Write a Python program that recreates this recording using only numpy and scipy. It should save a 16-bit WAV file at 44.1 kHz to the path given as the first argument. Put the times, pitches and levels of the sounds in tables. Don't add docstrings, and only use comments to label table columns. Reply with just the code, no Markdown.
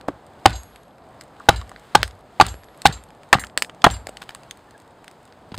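import sys
import numpy as np
from scipy import signal
from scipy.fft import rfft, irfft, next_fast_len
from scipy.io import wavfile
from scipy.ndimage import uniform_filter1d, minimum_filter1d, map_coordinates

SR = 44100
rng = np.random.default_rng(int(sys.argv[2]) if len(sys.argv) > 2 else 0)


def linear_from_db(decibels):
    return 10 ** (np.asarray(decibels, float) / 20)


def dump(signal):
    limited = np.clip(np.atleast_2d(signal).T, -1, 1)
    pcm = np.round(limited * 32767).astype(np.int16)
    wavfile.write(sys.argv[1], SR, pcm)


N = 246078
SPAN, SHORT = 28672, 6144

# (time [s], ground thump [dB], rattle [dB])
BLOW_EVENTS = [
    (0.082, -54, -48),
    (0.4565, -23, -26),
    (1.4879, -22.5, -25.5),
    (1.9510, -23.5, -26.5),
    (2.413, -25, -27),
    (2.858, -29.5, -26.5),
    (3.3282, -34, -27),
    (3.84, -34.5, -24),
    (3.86, -23.5, -30.5),
]
# (frequency [Hz], density [dB per Hz])
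HISS_COLOUR = [(500, 1), (1500, 6.5), (3500, -2.5), (8000, -14.5), (12000, -18), (15000, -18.5),
               (16500, -31.5)]


def along(points, hz):
    f, v = np.transpose(points)
    return np.interp(np.log(hz + 1), np.log(f + 1), v)


def noise(spectrum, size):
    gain = linear_from_db(along(spectrum, np.fft.rfftfreq(size, 1 / SR)))
    x = irfft(rfft(rng.standard_normal(size)) * gain, size)
    return x / np.std(x)


def decay(t60_s, rise_s, size=SHORT):
    t = np.arange(size) / SR
    return (1 - np.exp(-t / abs(rise_s))) * linear_from_db(-60 * t / abs(t60_s))


def tone(hz, phase=0, size=SHORT):
    return np.sin(2 * np.pi * hz * np.arange(size) / SR + phase)


def wobble(rate_hz, size):
    knots = rng.standard_normal(int(size * rate_hz / SR) + 4)
    return map_coordinates(knots, [np.arange(size) * rate_hz / SR])


def add(track, s, sound):
    track[round(s * SR):][:len(sound)] += sound


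def click(spectrum):
    cepstrum = irfft(np.log(linear_from_db(along(spectrum, np.fft.rfftfreq(SHORT, 1 / SR)))), SHORT)
    cepstrum[1:SHORT // 2] *= 2
    cepstrum[SHORT // 2:] = 0
    pulse = irfft(np.exp(rfft(cepstrum)), SHORT)
    return pulse / np.abs(pulse).max()


def crack(db, knock_db, bass_db, treble_db, t60_s):
    band = [(120, knock_db - 9.0), (600, knock_db + 12.0), (1030, bass_db + 4.0), (1750, bass_db + 16.0),
            (3000, 1), (4800, -1.5), (8500, treble_db + 7.5), (16000, treble_db - 5.5)]
    spike = np.interp(db, [-26, -8], [.4, 1])
    shape = linear_from_db(-6.0) * decay(t60_s * .5, 0.00018) + linear_from_db(-16.5) * decay(t60_s * 2.5, 0.00022)
    rattle = (1.5 - .8 * spike) * noise(band, SHORT) * shape
    return -linear_from_db(db + 5.0) * (spike * click(band) + rattle)


def air():
    # (time [s], far rush [dB], near hiss [dB])
    levels = [(0, -51.5, -65.5), (0.299, -52.5, -65), (.75, -52.5, -64), (1.0, -52.5, -65.5),
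              (1.3, -53, -65), (1.8, -54, -62.5), (2.25, -54, -67), (2.499, -53.5, -64.5), (3.1, -54, -68),
              (3.7, -52.5, -71.5), (4.301, -54, -62), (4.9, -53.5, -64.5), (5.58, -53.5, -64.5)]
    # (frequency [Hz], density [dB per Hz])
    rush_colour = [(12, -18), (30, -6), (124, 1.5), (370, -3), (740, 0), (1100, -7.5), (2500, -25.5),
                   (6600, -90)]
    down_s, settle_s, lift_s, full_swing_db = .2, .12, .3, -40
    s, rush_db, hiss_db = np.transpose(levels)
    t = np.arange(N) / SR
    hits = [hit for hit, thump_db, _ in BLOW_EVENTS if thump_db > full_swing_db]
    swing = np.max([np.interp(t - hit, [-down_s, .07, 0.039 + settle_s], [0, 1, 0]) for hit in hits], axis=0)
    lift = sum(np.exp(-((t - hit - lift_s) / 0.33) ** 2) for hit in hits)
    rush_db = np.interp(t, s, rush_db) + 3 * swing + 3.5 + .9 * wobble(7, N)
    rush = linear_from_db(rush_db) * noise(rush_colour, N)
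    sparks = (rng.random(N) < 45 / SR) * linear_from_db(8 * rng.random(N))
    crackle = 1 + .7 * np.convolve(sparks, decay(.008, .0002)[:600])[:N]
    hiss_db = np.interp(t, s, hiss_db) + 7.5 * swing + 1.5 * np.minimum(lift, 1) + 3 + 1.1 * wobble(5.3, N)
    return rush + linear_from_db(hiss_db) * noise(HISS_COLOUR, N) * crackle


def embers():
    per_s, base_db, spread_db = 45, -62, 6
    out, draw = np.zeros(N + SHORT), rng.random((300, 4))
    times = np.cumsum(-np.log(draw[:, 0]) / per_s)
    for s, (_, pitch, size, life) in zip(times, draw):
        if s < N / SR:
            hz = 3000 * 4 ** pitch
            level_db = base_db - spread_db * np.log(size) / 2
            t60_s = (2.5 + 30 * life ** 3) / hz
            add(out, s, linear_from_db(level_db) * tone(hz, size=512) * decay(t60_s, .00003, size=512))
    return out[:N]


def fire():
    # (time [s], peak [dB], treble [dB])
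    snaps = [(0.0108, -35, -17), (.496, -31, -14), (.633, -37, -5), (0.759, -32.5, -16), (.982, -43.5, -21),
             (1.2364, -45, -2), (1.3982, -42, -12), (1.6761, -45, -18), (1.6933, -33, -10),
             (2.0776, -29.5, -8.5), (2.1093, -37, -21.5), (2.7744, -43, 7.5), (3.037, -37.5, -4.5),
             (3.1045, -38.5, -22), (3.2325, -38, -16.5), (3.468, -31, -18), (3.966, -34, -12),
             (3.4978, -39.5, -33), (3.5957, -35, -23), (4.3075, -45, -14), (4.348, -27.5, -7),
             (4.3577, -40, -18), (4.4329, -36.5, -14.5), (4.572, -43, -4), (4.708, -38.5, -13),
             (4.8, -42, -9), (5.043, -35, -15), (5.0791, -30, -16), (5.112, -38, -10.5),
             (5.3237, -40.5, -26)]
    # (time [s], peak [dB])
    ticks = [(0.2652, -45), (0.5999, -49), (0.701, -50), (0.8325, -44.5), (0.881, -53.5), (0.9554, -56.5),
             (1.1074, -54), (1.1444, -54), (1.2795, -49), (1.7958, -41), (2.2079, -47.5), (3.087, -46.5),
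             (3.1487, -48.5), (3.2894, -51), (2.151, -49), (2.191, -51), (2.642, -41), (3.638, -39),
             (4.203, -47), (3.7468, -43), (4.6705, -56.5), (4.778, -41.5), (4.8191, -47), (4.877, -48.5),
             (4.9075, -52), (5.229, -48), (5.2527, -43), (5.2765, -48)]
    out = np.zeros(N + SPAN)
    for s, db, treble_db in snaps:
        add(out, s + .0007, crack(db, -12.5, -7, treble_db, 0.0062))
    for s, db in ticks:
        add(out, s + .0007, crack(db - 2, -30, -13, -10.5, 0.006))
    return out[:N]


def rubs():
    # (time [s], level [dB], length [s])
    scrapes = [(0.081, -38, 0.005), (1.208, -49, 0.021), (1.611, -42.5, .009), (2.843, -54, 0.0067),
               (4.067, -43, 0.0056), (4.085, -44.5, 0.01), (4.214, -40.5, 0.018), (4.231, -41, 0.011),
               (4.287, -43, 0.012), (4.298, -45.5, 0.013), (5.547, -42.5, 0.0097), (5.5646, -49, 0.0052)]
    # (time [s], level [dB], pitch [Hz], length [s])
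    squeaks = [
        (4.675, -53, 1750, .025),
        (4.738, -49, 1710, .032),
    ]
    out, t = np.zeros(N + SPAN), np.arange(SHORT) / SR
    for s, db, length_s in scrapes:
        stroke = np.sin(np.pi * np.clip(t / length_s, 0, 1))
        add(out, s, linear_from_db(db + 5.3 * wobble(340, SHORT)) * noise(HISS_COLOUR, SHORT) * stroke)
    for s, db, hz, length_s in squeaks:
        stroke = np.sin(np.pi * np.clip(t / length_s, 0, 1))
        add(out, s, linear_from_db(db) * tone(hz, 1.7 * wobble(103, SHORT)) * stroke)
    return out[:N]


def pings():
    # (time [s], peak [dB], pitch [Hz])
    splinter_pings = [(.4965, -25, 4050), (.603, -50, 11500), (.586, -54, 10000), (.736, -49, 3800),
                      (.778, -48, 3400), (.909, -47, 3300), (1.022, -50, 3700), (1.123, -55, 7500),
                      (1.19, -52, 5200), (1.221, -48, 8500), (1.221, -46, 3500), (1.255, -53, 8300),
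                      (1.717, -34, 754), (1.7375, -48, 4300), (1.7375, -53, 8000), (2.4652, -25, 1250),
                      (2.686, -40, 3500), (2.686, -39, 1910), (3.4385, -36, 4400), (3.447, -30, 3250),
                      (3.498, -45, 4000), (3.6472, -28, 2500), (3.695, -32.5, 1200), (4.3075, -34, 5100),
                      (4.41, -50, 8000), (4.423, -50, 10500), (4.475, -55, 9800), (4.48, -50, 4270),
                      (4.49, -52, 6500), (4.519, -44, 3490), (4.793, -52, 10460), (5.325, -41, 1500),
                      (5.425, -50, 3500)]
    out = np.zeros(N + SPAN)
    for s, db, hz in splinter_pings:
        add(out, s, linear_from_db(db) * tone(hz) * decay(15 / hz, .0001))
    return out[:N]


def chips():
    # (time [s], peak [dB], knock [dB], bass [dB], treble [dB])
    landings = [(0.505, -26.5, -14, -14.5, -19), (1.2101, -29, -27, -9, -15), (1.6135, -31, -14, -13, -28),
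                (1.716, -29, 12, 8, -21), (1.7612, -31, -7.5, -3.5, -32), (2.0301, 0.5, -11, -6.5, -23),
                (2.0384, -22.5, 5, -5, -20), (2.4652, -18.5, -0.5, -12, -8), (2.5415, -28.5, 9.5, -3, -29),
                (2.6343, -34, 5.5, -1, -19), (2.818, -23.5, -11, -14, -14), (3.4376, -21, -11, 4, -23),
                (3.4461, -30, -13, -12.5, -11.5), (3.5751, -1.5, -8.5, -9, -15),
                (3.6218, -4, -13.5, -10.5, -21.5), (3.5841, -27, -11, -10, -25),
                (3.6302, -32, -14.5, -5, -25), (3.624, -15, -23, -8, -4), (3.6464, -24, -35, -7, -21),
                (3.696, -26, -6, -9.5, -35), (3.819, -28.5, -9.5, -16, -25), (4.0693, -18.5, 3, -5, -14),
                (4.092, -24, 11, -14, -10.5), (4.1699, -23.5, -17, -18.5, -25),
                (4.5096, -21.5, -36, -14, -16), (5.5183, -28, 12, -18, -35.5),
                (5.5767, -23.5, -6, -10, -19)]
    out = np.zeros(N + SPAN)
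    for s, *colour_db in landings:
        add(out, s + .0007, crack(*colour_db, 0.0064))
    return out[:N]


def splinters():
    under_rattle_db, mean_delay_s, lowest_hz, t60_s = -9.5, .045, 1000, 0.38
    out = np.zeros(N + SPAN)
    for s, _, rattle_db in BLOW_EVENTS:
        for wait, pitch, size in rng.random((50, 3)):
            delay_s = .012 - mean_delay_s * np.log(1 - wait)
            hz = lowest_hz * 6 ** pitch
            level_db = rattle_db + under_rattle_db - 4 * np.log(1 - size) - 60 * delay_s / t60_s
            add(out, s + delay_s, linear_from_db(level_db) * tone(hz, size=512) * decay(5 / hz, .00005, size=512))
    return out[:N]


def trees(x):
    # (frequency [Hz], t60 [s])
    fading = [(200, 0.22), (2000, 0.058), (10000, 0.17)]
    hz, t, z = signal.stft(rng.standard_normal(SR // 2), SR, nperseg=256)
    tail = signal.istft(z * linear_from_db(-60 * t / along(fading, hz)[:, None]), SR, nperseg=256)[1]
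    return signal.fftconvolve(np.pad(x, (150, 0)), tail / np.linalg.norm(tail))[:N]


def ground():
    # (frequency [Hz], level [dB], arrival [s], spread [s])
    waves = [(57, -1.5, .0750, .045), (105, -4, .0570, .022), (85, -5, .1080, .018), (60, -12, .1430, .03),
             (175, -7, .0360, .012), (75, -6, .0300, .015), (95, -20, .1900, .03), (53, -26, .2750, .07)]
    # (frequency [Hz], density [dB per Hz])
    rattle_colour = [(120, -31), (200, 4.5), (459, -13.5), (775, -3.5), (2600, -10), (4470, -19),
                     (7550, -28.5), (15000, -46)]
    out, t = np.zeros(N + SPAN), np.arange(SPAN) / SR
    for s, thump_db, rattle_db in BLOW_EVENTS:
        start = linear_from_db(thump_db) * decay(4.3, .0037, size=SPAN)
        for hz, db, arrival_s, spread_s in waves:
            packet = np.exp(-((t - arrival_s) / spread_s) ** 2) * np.cos(2 * np.pi * hz * (t - arrival_s))
            add(out, s, linear_from_db(db + 1.5 * wobble(30, SPAN)) * packet * start)
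        grain_db = 1.2 * wobble(70, SPAN) + 2.8 * wobble(500, SPAN)
        resonances = linear_from_db(3.5 * wobble(700, SPAN // 2 + 1))
        loose = irfft(rfft(noise(rattle_colour, SPAN)) * resonances, SPAN)
        loose = loose / np.std(loose) * decay(0.31, 0.0048, size=SPAN)
        add(out, s, linear_from_db(rattle_db - 2.5 + grain_db) * loose)
    return out[:N]


def creaks():
    # (time [s], level [dB], pitch [Hz], t60 [s])
    splits = [(.472, -18.5, 800, .04), (0.506, -36, 1700, .06), (.535, -29.5, 766, 0.087),
              (1.538, -35, 900, 0.055), (1.4, -29, 1200, 0.036), (1.614, -27, 1165, 0.034),
              (1.7155, -25, 970, 0.023), (1.966, -21, 1400, .03), (1.998, -32, 830, .05),
              (2.429, -33, 1200, .05), (2.876, -23.5, 1700, 0.047), (2.905, -38, 1590, .1),
              (3.357, -27, 1900, .08), (3.358, -24, 1490, .04), (3.38, -31.5, 1850, 0.18),
              (3.4375, -18, 1360, 0.026), (3.853, -13.5, 1900, 0.025), (3.876, -18, 910, 0.037),
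              (3.905, -37.5, 1800, 0.1)]
    out = np.zeros(N + SPAN)
    for s, db, hz, t60_s in splits:
        rough_db = 5 * wobble(420, SHORT)
        add(out, s, linear_from_db(db + rough_db) * tone(hz, 1.8 * wobble(330, SHORT)) * decay(t60_s, .003))
    return out[:N]


def lone_modes():
    # (time [s], level [dB], pitch [Hz], t60 [s])
    rings = [
        (.529, -44, 6622, .3),
        (.556, -46, 6622, .26),
        (3.934, -58, 4630, .5),
        (3.934, -44, 2875, .12),
        (3.94, -46, 3400, .09),
        (3.91, -50, 5905, .16),
        (2.484, -40, 4048, .06),
    ]
    out = np.zeros(N + SPAN)
    for s, db, hz, t60_s in rings:
        add(out, s, linear_from_db(db + wobble(60, SPAN)) * tone(hz, size=SPAN) * decay(t60_s, 0.0016, size=SPAN))
    return out[:N]


def steel():
    # (time [s], ring [dB], then poll, cheek, edge modes against it [dB])
    freed = [
        (0.5277, -47, 9.5, -3, -6),
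        (0.553, -46, 8, -13, -5),
        (1.559, -46.5, 11.5, -4, 3),
        (2.044, -61.5, 13, 6, 9),
        (2.4819, -39, 2, -6, -13),
        (2.924, -40, 5.5, -4, -5),
        (3.3941, -38.5, -6.5, -3, 8.5),
        (3.908, -36, -16, -17, -0.5),
        (3.936, -48, 10, -14, 4.5),
    ]
    # (time [s], level [dB])
    swing_back = [
        (.5520, -39.5),
        (1.5585, -52),
        (2.044, -56),
        (2.4824, -36),
        (2.925, -51),
        (3.3945, -57.5),
        (3.9072, -46),
    ]
    # (frequency [Hz], level [dB], t60 [s])
    body = [(7390, 0, .18), (7870, -14, .12), (8180, -18, .28), (5910, -5, .14), (8420, -12, .1)]
    poll = [(2880, -10, .12), (3290, -9, .08), (3690, -13, .15), (4050, -5, .13), (4590, -3, .07),
            (4630, -28, .45), (4985, -8, .09)]
    cheek = [(6622, 0, .15)]
    edge = [(8786, -4, .1), (9830, -16, .2), (10430, -21, .14), (12340, -19, .2), (12810, -14, .09),
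            (13250, -19, .1), (15370, -24, .14)]
    eye = [(11320, -17, .9)]
    rings = [(s, db, eye) for s, db in swing_back]
    for s, db, *family_db in freed:
        for family, extra_db in zip([body, poll, cheek, edge], [0] + family_db):
            rings.append((s, db + extra_db, family))
    out = np.zeros(N + SPAN)
    brushing = decay(.6, .0001, size=SPAN)
    for s, db, family in rings:
        for hz, mode_db, t60_s in family:
            size = SPAN if t60_s > .4 else SPAN // 3
            flutter = 2 * (7000 / hz) ** .3 * wobble(150, size) * brushing[:size]
            level_db = db + mode_db + rng.normal(0, 1) + flutter
            ring = tone(hz, 0.2 * flutter, size=size) * decay(t60_s, 0.0014, size=size)
            add(out, s, linear_from_db(level_db) * ring)
    rasp_colour = [(1500, 0.0), (4000, 6.0), (9000, -15.0), (15000, -11.0)]  # (Hz, dB)
    for s, db, *_ in freed:
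        add(out, s, linear_from_db(db + 1.5) * noise(rasp_colour, SHORT) * decay(0.054, 0.00063))
    return out[:N]


def fibres():
    # (time [s], level [dB], centre [Hz], t60 [s], treble an octave up [dB])
    tears = [(0.46, 1, 1900, 0.015, -10.5), (.4595, 11, 3700, 0.012, -16), (1.4881, 1, 1600, 0.021, -11.5),
             (1.49, 10.5, 3900, 0.012, -14.5), (1.5076, -16, 1410, .012, -5),
             (1.9515, 6.5, 3900, 0.019, -16.5), (1.958, 5.5, 4010, 0.0048, -17),
             (1.969, -21, 3200, .03, -21.5), (2.4005, -0.5, 2600, 0.018, -18.5),
             (2.4114, 10, 4450, 0.0072, -21), (2.416, -2.5, 3000, 0.027, -14.5),
             (2.855, 1.5, 3000, 0.028, -10), (2.8640, 8.5, 3300, 0.011, -17.5),
             (2.871, 2, 4100, 0.0062, -9), (2.882, -17.5, 3600, 0.018, -14), (3.3285, 11, 1880, 0.022, -8),
             (3.34, -6, 2900, 0.035, -14.5), (3.842, 5, 2590, 0.02, -11.5),
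             (3.8480, -4, 2010, 0.033, -12.5), (3.863, -4.5, 1700, 0.011, -18.5),
             (3.8654, -0.5, 2600, 0.0082, -14.5), (.085, -24, 3500, 0.013, -13),
             (5.5423, -27, 2800, 0.021, -11), (5.52, -36.5, 3200, 0.029, -17)]
    out = np.zeros(N + SPAN)
    for s, db, hz, t60_s, treble_db in tears:
        band = [(hz / 4, -11), (hz, 0), (hz * 2, treble_db), (hz * 4, treble_db - 13.5), (18000, -34)]
        spiky_db = db - 8.0 + 2.6 * wobble(590, SHORT)
        add(out, s, linear_from_db(spiky_db) * noise(band, SHORT) * decay(t60_s, 0.0005))
    return out[:N]


def slaps():
    # (time [s], level [dB], pitch [Hz], t60 [s])
    hits = [(0.4599, -2, 1900, .012), (1.4872, 3, 819.5, 0.028), (1.4894, 2, 1149, .015),
            (1.5075, -16.5, 1250, 0.014), (2.3997, 6, 830, 0.026), (2.411, 0, 1450, .015),
            (2.4113, -3, 4550, 0.0093), (2.8547, 9, 811, .024), (2.8553, -3, 1499, .015),
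            (3.3282, 3.5, 946, 0.013), (3.3291, 3.5, 1833, .018), (3.343, -10, 2810, .012),
            (3.8416, 5, 1216, 0.013), (3.8684, 4, 762, .02)]
    out = np.zeros(N + SPAN)
    for s, db, hz, t60_s in hits:
        add(out, s, linear_from_db(db) * tone(hz) * decay(t60_s, 0.00026))
    return out[:N]


def thuds():
    # (time [s], level [dB], pitch [Hz], t60 [s])
    hits = [(0.087, -15.5, 320, 0.043), (0.1007, -13.5, 306, 0.015), (0.457, -8.5, 104, 0.11),
            (.4600, 0.5, 366, 0.02), (1.4876, -5.5, 105.5, 0.046), (.458, -5, 1276, 0.017),
            (1.488, 1.5, 1156, 0.023), (2.411, -3, 4580, 0.012), (3.330, -6, 2020, 0.022),
            (3.845, -3.5, 1600, 0.021), (4.0695, -21, 760, 0.015), (4.0915, -27.5, 622, 0.018),
            (4.3492, -27, 1102, 0.016), (5.543, -35, 4890, 0.017), (1.4900, -4.5, 341, 0.028),
            (1.9610, -12, 124, .03), (2.4224, -4, 135, 0.021), (2.857, -11, 75.4, 0.072),
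            (2.8933, -11.5, 139, 0.039), (2.868, -14.5, 148, 0.055), (3.3520, -9, 128.4, 0.046),
            (3.8430, -7.5, 3330, 0.049), (3.8648, 1, 156.5, 0.027), (5.5174, -25, 497, 0.011),
            (5.5215, -18.5, 190, 0.022), (5.5400, -33.5, 99.3, 0.21), (5.5785, -16.5, 150, 0.046)]
    out = np.zeros(N + SPAN)
    for s, db, hz, t60_s in hits:
        add(out, s, linear_from_db(db) * tone(hz) * decay(t60_s, 0.0011))
    return out[:N]


def log():
    # (time [s], level [dB], pitch [Hz], t60 [s])
    knocks = [(0.4567, 12.5, 821.5, 0.022), (.4605, 0.5, 787, .033), (1.4872, 5, 819, .022),
              (1.488, 7, 1484, 0.012), (1.4915, 5.5, 636, 0.012), (1.4975, -6, 676, 0.02),
              (1.9485, -18.5, 506, 0.023), (1.9497, 3.5, 1172, 0.011), (1.954, -2, 1493, .015),
              (1.9520, 12, 847, 0.019), (2.3997, -3.5, 825.5, .03), (2.41, 6.5, 800, 0.02),
              (2.4126, 7.5, 1150, 0.012), (2.4220, 1.5, 845, 0.0078), (2.855, 1, 805, 0.021),
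              (2.8570, 2, 1518, .02), (3.3288, -5, 1108, .018), (3.3290, 1.5, 1640, 0.012),
              (3.3330, 0, 810, 0.022), (3.3351, -0.5, 1300, 0.017), (3.342, -13, 1200, 0.036),
              (3.350, -8, 780, 0.022), (3.8416, 1.5, 1190, .016), (3.8430, 7.5, 887, .018),
              (3.8470, 3, 721, .02), (3.8476, 6.5, 1380, 0.014), (3.8637, -3, 1500, .01),
              (3.8659, 6.5, 1020, 0.0087), (3.8685, -3.5, 690, .018), (3.868, -0.5, 900, .014)]
    # (time [s], level [dB], pitch [Hz], t60 [s])
    taps = [
        (0.0852, -3.5, 650, 0.0081),
        (0.089, -24.5, 1150, 0.02),
        (5.542, -24, 993, 0.021),
    ]
    # (ratio to pitch [1], level [dB])
    modes = [(1, 1), (1.361, -1.5), (1.76, -5.5), (0.451, -9.5), (.7, -16), (2.3, -7), (3, -19.5),
             (4.101, -17.5)]
    out = np.zeros(N + SPAN)
    for sign, contacts in [(1, knocks), (-1, taps)]:
        for s, db, hz, t60_s in contacts:
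            for ratio, mode_db in modes:
                level = sign * linear_from_db(db + mode_db + rng.normal(0, 1))
                add(out, s, level * tone(hz * ratio) * decay(t60_s / max(ratio, 1) ** 0.89, 0.00062))
    return out[:N]


def scene():
    blows = log() + thuds() + fibres() + creaks()
    cracks = chips() + fire() + rubs() + embers() + slaps() + pings() + lone_modes()
    echo = linear_from_db(-26.5) * trees(blows) + linear_from_db(-18.0) * trees(cracks)
    mono = blows + cracks + echo + ground() + steel() + air() + splinters()
    return np.array([mono, mono])


def parting(x):
    # (frequency [Hz], side level under the sound [dB])
    apart = [(60, -29.5), (400, -27), (1300, -22), (2400, -12.5), (4400, -11.5), (8000, -12.5),
             (15000, -6.5), (16000, -61)]
    # (time [s], level [dB])
    parted = [
        (.4575, -16),
        (2.861, -9),
        (3.867, -4.5),
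    ]
    share, quiet_db, recover_s = .5, -36, .09
    hz, t, z = signal.stft(x, SR, nperseg=1024)
    band = np.minimum(3.2 * np.log(hz / 300 + 1), 12).astype(int)
    field = uniform_filter1d(rng.standard_normal((13, len(t))), size=9, axis=1)
    field = uniform_filter1d(field, size=3, axis=0)
    field = field - .25 * (np.arange(13) < 5)[:, None]
    calm = linear_from_db(quiet_db) > np.sqrt(2 * np.sum(np.abs(z) ** 2, axis=0))
    span = round(recover_s / t[1])
    calm = minimum_filter1d(calm * 1., size=span, origin=(span - 1) // 2)
    gate = (field[band] > np.quantile(field, 1 - share)) * calm
    gate = gate + sum(linear_from_db(db) * (np.abs(t - s) < t[1] / 2) for s, db in parted)
    turn = np.exp(2j * np.pi * rng.random(z.shape))
    return signal.istft(z * turn * gate * linear_from_db(along(apart, hz))[:, None], SR, nperseg=1024)[1][:N]


def top_cut(x):
    return signal.sosfilt(signal.butter(12, 16200, fs=SR, output="sos"), x)


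def record(dry):
    # (frequency [Hz], width [Hz], gain [dB])
    housing = [(2440, 2000, -5), (3400, 4900, 4.5), (5740, 720, -14), (8180, 870, 6.5)]
    low_hz, top_hz, ceiling = 40, 15900, .995
    m = next_fast_len(N + SPAN)
    hz = np.fft.rfftfreq(m, 1 / SR)
    colour = 1j * hz / (low_hz + 1j * hz)
    for centre_hz, width_hz, db in housing:
        stiff, damped = centre_hz ** 2 - hz ** 2, 1j * hz * width_hz
        colour = colour * (stiff + damped * linear_from_db(db)) / (stiff + damped)
    edge = signal.cheby2(12, 50, top_hz + 400, fs=SR, output="sos")
    coloured = irfft(rfft(dry[0], m) * colour, m)[:N]
    x = np.clip(signal.sosfilt(edge, coloured), -ceiling, ceiling)
    side = parting(x)
    return top_cut(x + np.array([side, -side]))


dry = scene()
out = record(dry)
dump(out)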